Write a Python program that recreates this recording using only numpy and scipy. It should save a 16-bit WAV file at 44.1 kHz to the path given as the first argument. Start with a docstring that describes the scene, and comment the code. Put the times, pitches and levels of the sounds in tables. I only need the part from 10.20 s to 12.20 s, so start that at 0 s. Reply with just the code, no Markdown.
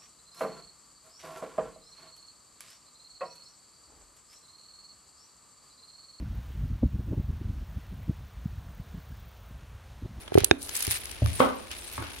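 """Wooden beads rattle and bump right at the microphone: a camera is carried through a bead curtain.
The strands knock on its casing, click against each other and slide off in a rustle with tiny squeaks.
Below, footsteps thud on the wooden floor of an empty house and knock its boards.
The beads are close and almost dry; the steps come with the answer of the bare hall."""
import sys
import numpy as np
from scipy import signal
from scipy.fft import rfft, irfft, next_fast_len
from scipy.io import wavfile

SR = 44100
rng = np.random.default_rng(int(sys.argv[2]) if len(sys.argv) > 2 else 0)


def transcribe(u):
    """Save the signal u as a 16-bit wav file named by the first command-line argument.

    u: samples, shape (n,) or (channels, n), limited to [-1, 1]; the rate is SR.
    q: integer samples, one column per channel.
    """
    v = np.clip(np.atleast_2d(u).T, -1, 1)
    q = np.round(v * 32767).astype(np.int16)
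    wavfile.write(sys.argv[1], SR, q)


N = 88200
TOP_HZ = 16000


def amp(db):
    """Decibels to gain."""
    return 10 ** (np.asarray(db) / 20)


def unit(x):
    """Scale to rms 1."""
    return x / np.sqrt(np.mean(x ** 2) + 1e-20)


def along(points, hz):
    """Read a curve of (hz, value) points on a log frequency axis."""
    point_hz, values = np.transpose(points)
    return np.interp(np.log(hz + 1), np.log(point_hz + 1), values)


def colour(x, points):
    """Minimum-phase filter shaped by (hz, db) points."""
    n = x.shape[-1]
    size = 2 * next_fast_len(n // 2 + 2048)
    gain = amp(along(points, np.fft.rfftfreq(size, 1 / SR)))
    cepstrum = irfft(np.log(gain))
    cepstrum[1:size // 2] *= 2
    cepstrum[size // 2 + 1:] = 0
    return irfft(rfft(x, size) * np.exp(rfft(cepstrum)), size)[..., :n]


def soften(x, hz, order):
    """Low-pass: a soft contact passes less treble."""
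    return signal.sosfilt(signal.butter(order, hz, fs=SR, output="sos"), x)


def add(track, start_s, x, pan_db=0):
    """Mix a sound in; pan_db is left over right."""
    part = track[:, max(round(start_s * SR), 0):][:, :x.shape[-1]]
    part += (x * amp([[pan_db / 2], [-pan_db / 2]]))[:, :part.shape[1]]


def ring(modes, wave=np.sin, ratio=1):
    """Damped modes, the k-th weighted by ratio ** k; a negative ratio opposes neighbours."""
    t = np.arange(SR // 2) / SR
    return sum(ratio ** k * amp(db - 60 * t / t60_s) * wave(2 * np.pi * hz * t)
               for k, (hz, db, t60_s) in enumerate(modes))


def strike(x):
    """Scale each channel to the energy of 4 ms at rms 1."""
    return x / np.linalg.norm(x, axis=-1, keepdims=True) * np.sqrt(.004 * SR)


# room tone, all around: freq_hz, gain_db
ROOM_TONE = [(25, -0.5), (65, 9), (140, -11), (330, -5), (1500, -15), (15000, -78)]


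def room_tone(level_db=-48):
    """The quiet, low background of the house, partly shared by both microphone ports."""
    noise = rng.standard_normal(N) + rng.standard_normal((2, N))
    return amp(level_db) * unit(colour(noise, ROOM_TONE))


# decay of the bare hall: freq_hz, t60_s
HALL_DECAY = [(100, 0.46), (350, 0.45), (900, 0.43), (10000, 0.29)]


def hall(x, wet_db, build_s=0.0076):
    """Direct sound plus the reflections of the hall, whose treble dies first."""
    hz, t, spectrum = signal.stft(rng.standard_normal((2, SR * 2 // 3)), SR, nperseg=256)
    decay = amp(-60 * t / along(HALL_DECAY, hz)[:, None])
    tail = signal.istft(spectrum * decay, SR, nperseg=256)[1]
    tail *= 1 - np.exp(-(np.arange(tail.shape[1]) / SR / build_s) ** 2)
    tail /= np.linalg.norm(tail[0])
    return x + amp(wet_db) * signal.fftconvolve(x, tail, axes=1)[:, :N]


# heels landing below the camera: start_s, level_db
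FOOTFALLS = [(0.678, -34.5), (1.02, -13.5), (1.784, -31.5)]
# modes of the wooden floor: pitch_hz, level_db, t60_s
FLOOR_MODES = [(77.9, -5, 0.28), (104.9, -1, 0.18), (164.6, -14.5, 0.22), (253, -5.5, 0.046),
               (595, -1.5, 0.02)]


def heel_thuds(rise_s=0.003):
    """Each footfall sets the wooden floor booming."""
    out = np.zeros((2, N))
    boom = ring(FLOOR_MODES)
    boom *= 1 - np.exp(-np.arange(len(boom)) / SR / rise_s)
    for start_s, level_db in FOOTFALLS:
        add(out, start_s, amp(level_db) * boom / np.abs(boom).max())
    return hall(out, wet_db=-5)


# boards underfoot: start_s, level_db, cutoff_hz, length_s, ring_db, clack_hz
BOARD_KNOCKS = [(1.2024, -13, 3700, 0.037, -6.5, 512), (1.7795, -31, 2070, 0.015, -27, 1123),
                (1.8234, -38, 5840, 0.015, -18, 1470)]
# tone of a board's crack: freq_hz, gain_db
CRACK_TONE = [(60, -10), (150, -14), (270, 6.5), (540, -2.5), (850, 1.5), (1200, 3.5), (1900, -4.5),
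              (4000, -12.5), (6000, -21), (15000, -0.5)]
# after-ring of a board: pitch_hz, level_db, t60_s
BOARD_RING = [(266.1, 8.5, 0.2), (355.7, -7, 0.41), (448.5, -18, 0.3), (1136, 7.5, 0.15)]


def board_knocks(rise_s=0.00038, clack_db=-1):
    """Loose boards clack, each at its own pitch, and ring as the weight rolls onto them."""
    out = np.zeros((2, N))
    t = np.arange(SR // 2) / SR
    for start_s, level_db, cutoff_hz, length_s, ring_db, clack_hz in BOARD_KNOCKS:
        envelope = amp(-60 * t / length_s) * (1 - np.exp(-t / rise_s)) ** 2
        contact = rng.standard_normal((2, len(t))) * envelope
        crack = strike(soften(colour(contact, CRACK_TONE), cutoff_hz, order=2))
        clack = amp(clack_db) * strike(ring([(clack_hz, 0, 1.2 * length_s)]))  # outlasts the contact
        after_ring = amp(ring_db) * strike(ring(BOARD_RING))
        add(out, start_s, amp(level_db) * (crack + clack + after_ring))
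    return hall(out, wet_db=-0.5)


# strands and clothes sliding close to the microphone: time_s, hiss_db, rasp_db
SLIDING = [(0, -50, -52.5), (0.097, -66.5, -58.5), (0.196, -46, -36), (.27, -77, -49), (.38, -60.5, -60),
           (.42, -43.5, -57.5), (0.524, -46, -46), (0.56, -37.5, -40), (0.689, -40.5, -40.5),
           (0.716, -31, -33), (0.824, -46.5, -46), (1.03, -53.5, -47.5), (1.07, -46.5, -42),
           (1.202, -41.5, -46), (1.33, -55.5, -49.5), (1.5, -54, -52.5), (1.514, -48.5, -39),
           (1.589, -48, -49.5), (1.77, -46, -47), (1.87, -54.5, -44.5), (2, -49.5, -50)]
# their high hiss and woody rasp: freq_hz, gain_db
HISS_TONE = [(1500, -20), (4000, 4), (7500, 0), (9700, 7.5), (11500, -1), (15500, -9)]
RASP_TONE = [(200, -64), (700, 3.5), (1400, 9.5), (2500, 15), (4000, 11), (7000, 0.5), (15000, -125)]


def rustle(grains_per_s=600, grain_s=.0015, spread_db=4.2, steady_db=-6):
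    """Countless tiny contacts of sliding strands and cloth roughen a hiss and a rasp."""
    t = np.arange(N) / SR
    contacts = (rng.random(N) < grains_per_s / SR) * amp(spread_db * rng.standard_normal(N))
    energy = signal.lfilter([1], [1, -np.exp(-1 / (grain_s * SR))], contacts ** 2)
    grains = unit(np.sqrt(energy)) + amp(steady_db)
    times, hiss_db, rasp_db = np.transpose(SLIDING)
    out = np.zeros((2, N))
    for level_db, tone in [(hiss_db, HISS_TONE), (rasp_db, RASP_TONE)]:
        friction = unit(colour(grains * rng.standard_normal((2, N)), tone))
        out += amp(np.interp(t, times, level_db)) * friction
    return out


def squeaks(per_s=40, length_s=.028, pitch_hz=10000, spread=.085, width_hz=240):
    """Sliding surfaces stick and slip in tiny gliding chirps that follow the level of the hiss."""
    out = np.zeros((2, N))
    times, hiss_db, _ = np.transpose(SLIDING)
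    progress = np.linspace(0, 1, int(length_s * SR))
    envelope = 2 * np.sin(np.pi * progress) ** 2
    for slot_s in np.arange(0, N / SR, 1 / per_s):
        delay, pitch, glide, size, pan = rng.standard_normal(5)
        hz = pitch_hz * np.exp(spread * (pitch + glide * (progress - .5)))
        jitter = rng.standard_normal((2, len(progress))) * np.sqrt(2 * np.pi * width_hz / SR)
        chirp = envelope * np.sin(np.cumsum(2 * np.pi * hz / SR + jitter, axis=1))
        start_s = slot_s + delay / per_s / 2
        level_db = np.interp(start_s + length_s / 2, times, hiss_db) - 2 + 2 * size
        add(out, start_s, amp(level_db) * chirp, pan_db=2 * pan)
    return out


# sharp ticks near the microphone, mostly beads, and one duller wooden tick:
# peak_s, level_db, length_s, pan_db, treble_db, pitch_hz
TICKS = [(0.079, -37, 0.029, -4, -38, 3240), (0.1433, -31, 0.025, -3, -27, 11200),
         (0.1843, -26, 0.0083, -3, -19, 11400), (0.2047, -32, .009, -10, -32, 10700),
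         (0.2453, -13, 0.012, -8.5, 2, 9900), (0.429, -35.5, 0.004, 5, 34, 9100),
         (.493, -31.5, 0.015, 2.5, -22.5, 6800), (.553, -26, 0.025, 0, 4, 7940),
         (0.566, -24.5, 0.031, 2.5, 17, 8300), (0.575, -30.5, 0.0056, -7, 5, 10200),
         (0.606, -26.5, 0.034, 2, -11, 9400), (.625, -23, 0.038, 0, 3, 10700),
         (0.6497, -29, 0.024, 1, -7, 9500), (0.668, -30.5, 0.015, -12, -9, 9900),
         (0.71, -25, 0.0099, -0.5, -7.5, 9400), (0.716, -22.5, 0.0049, 0.5, 25, 10700),
         (0.8564, -33, 0.003, 1, -6, 8900), (.914, -35.5, 0.024, 4.5, -9, 8700),
         (1.061, -29.5, 0.0055, 4.5, -27, 1170), (1.197, -26, 0.069, 3.5, -37, 8660),
         (1.515, -35, 0.021, 0, -12, 3020)]
# tone common to all ticks: freq_hz, gain_db
TICK_TONE = [(500, -16), (1200, -11), (2300, -6), (5000, 2), (8000, 0.5), (12500, 0), (15500, -11.5)]
# faint, narrow high shimmer after each tick: pitch_hz, level_db, t60_s
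HIGH_SHIMMER = [(9660, -21, 0.2)]


def ticks(rise_share=.35, resonance_db=10, relative_width=.08, shimmer_width_hz=260):
    """Brief contacts, mostly beads grazing each other, swell to a tick; each has its own resonance."""
    out = np.zeros((2, N))
    t = np.arange(-SR // 40, SR // 20) / SR
    hz = np.geomspace(500, TOP_HZ, 200)
    for peak_s, level_db, length_s, pan_db, treble_db, pitch_hz in TICKS:
        tilt = treble_db * np.clip(np.log10(hz / 1000), 0, 1)
        resonance = resonance_db / (1 + (np.log(hz / pitch_hz) / relative_width) ** 2)
        tone = np.transpose([hz, along(TICK_TONE, hz) + tilt + resonance])
        envelope = amp(-60 * np.maximum(t, -t / rise_share) / length_s)
        contact = rng.standard_normal((2, len(t))) * envelope
        add(out, peak_s + t[0], amp(level_db) * strike(colour(contact, tone)), pan_db)
        flicker = unit(soften(rng.standard_normal((2, SR // 2)), shimmer_width_hz, order=2))
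        add(out, peak_s, amp(level_db) * flicker * ring(HIGH_SHIMMER), pan_db)
    return hall(out, wet_db=-28)


# beads striking the camera itself: start_s, level_db, cutoff_hz, pan_db
CAMERA_BUMPS = [(0.12, -18, 810, -4), (0.1533, -2.5, 433, 0.5), (0.176, -0.5, 563, -7.5),
                (.183, -15, 334, 5), (0.214, -22.5, 130, -4), (0.235, -18.5, 600, -6),
                (0.3117, 5.5, 4070, -3.5), (0.677, -18.5, 246, 2.5)]
# the camera's body (first row), then its casing: pitch_hz, unweighted_db, t60_s
CAMERA_MODES = [(82.4, -0.5, 0.05), (383.4, 13, 0.032), (757, 13, 0.0093), (1620, 9, 0.011),
                (2487, 5, 0.0093), (3680, 3.5, 0.012), (6240, 5.5, 0.0048)]
# hollow after-ring of a strand: pitch_hz, level_db, t60_s
STRAND_MODES = [(250.4, -35.5, 0.21), (283, -39, 0.4), (333, -26.5, 0.082)]


def camera_bumps(left_lag_s=0.000227, full_ring_hz=2420):
    """Beads hit the camera: its body thumps, its casing rings with opposite signs at the two ports."""
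    out = np.zeros((2, N))
    body = ring(CAMERA_MODES[:1], np.cos)
    casing = ring(CAMERA_MODES[1:], np.cos, ratio=-1.304)
    t = np.arange(len(body)) / SR
    late_casing = np.interp(t - left_lag_s, t, casing, left=0)
    ports = np.array([body + late_casing, body - casing])
    for start_s, level_db, cutoff_hz, pan_db in CAMERA_BUMPS:
        thump = soften(ports, cutoff_hz, order=3)
        strand = min(cutoff_hz / full_ring_hz, 1) * ring(STRAND_MODES)  # soft blows ring it less
        add(out, start_s, amp(level_db) * (thump / np.abs(thump).max() + strand), pan_db)
    return hall(out, wet_db=-28)


def scene():
    """The curtain at the microphone, the steps below it, the house around."""
    close = camera_bumps() + ticks() + rustle() + squeaks()
    return close + heel_thuds() + board_knocks() + room_tone()


# colour of the microphone's right port over its left: freq_hz, gain_db
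PORT_BALANCE = [(1000, 0), (2200, -4.5), (4500, 1.5), (9000, -5.5), (11000, 3.5), (14000, 9.5)]


def record(dry, low_cut_hz=45):
    """The camera's stereo microphone: bass cut, unequal ports, overload at full scale, band limit."""
    hz = np.fft.rfftfreq(2 * N, 1 / SR)
    tilt_db = along(PORT_BALANCE, hz) / 2
    x = signal.sosfilt(signal.butter(2, low_cut_hz, "high", fs=SR, output="sos"), dry)
    x = irfft(rfft(x, 2 * N) * amp([-tilt_db, tilt_db]))[:, :N]
    x = np.clip(x, -1, 1)
    return irfft(rfft(x, 2 * N) * (hz < TOP_HZ))[:, :N]


dry = scene()
out = record(dry)
transcribe(out)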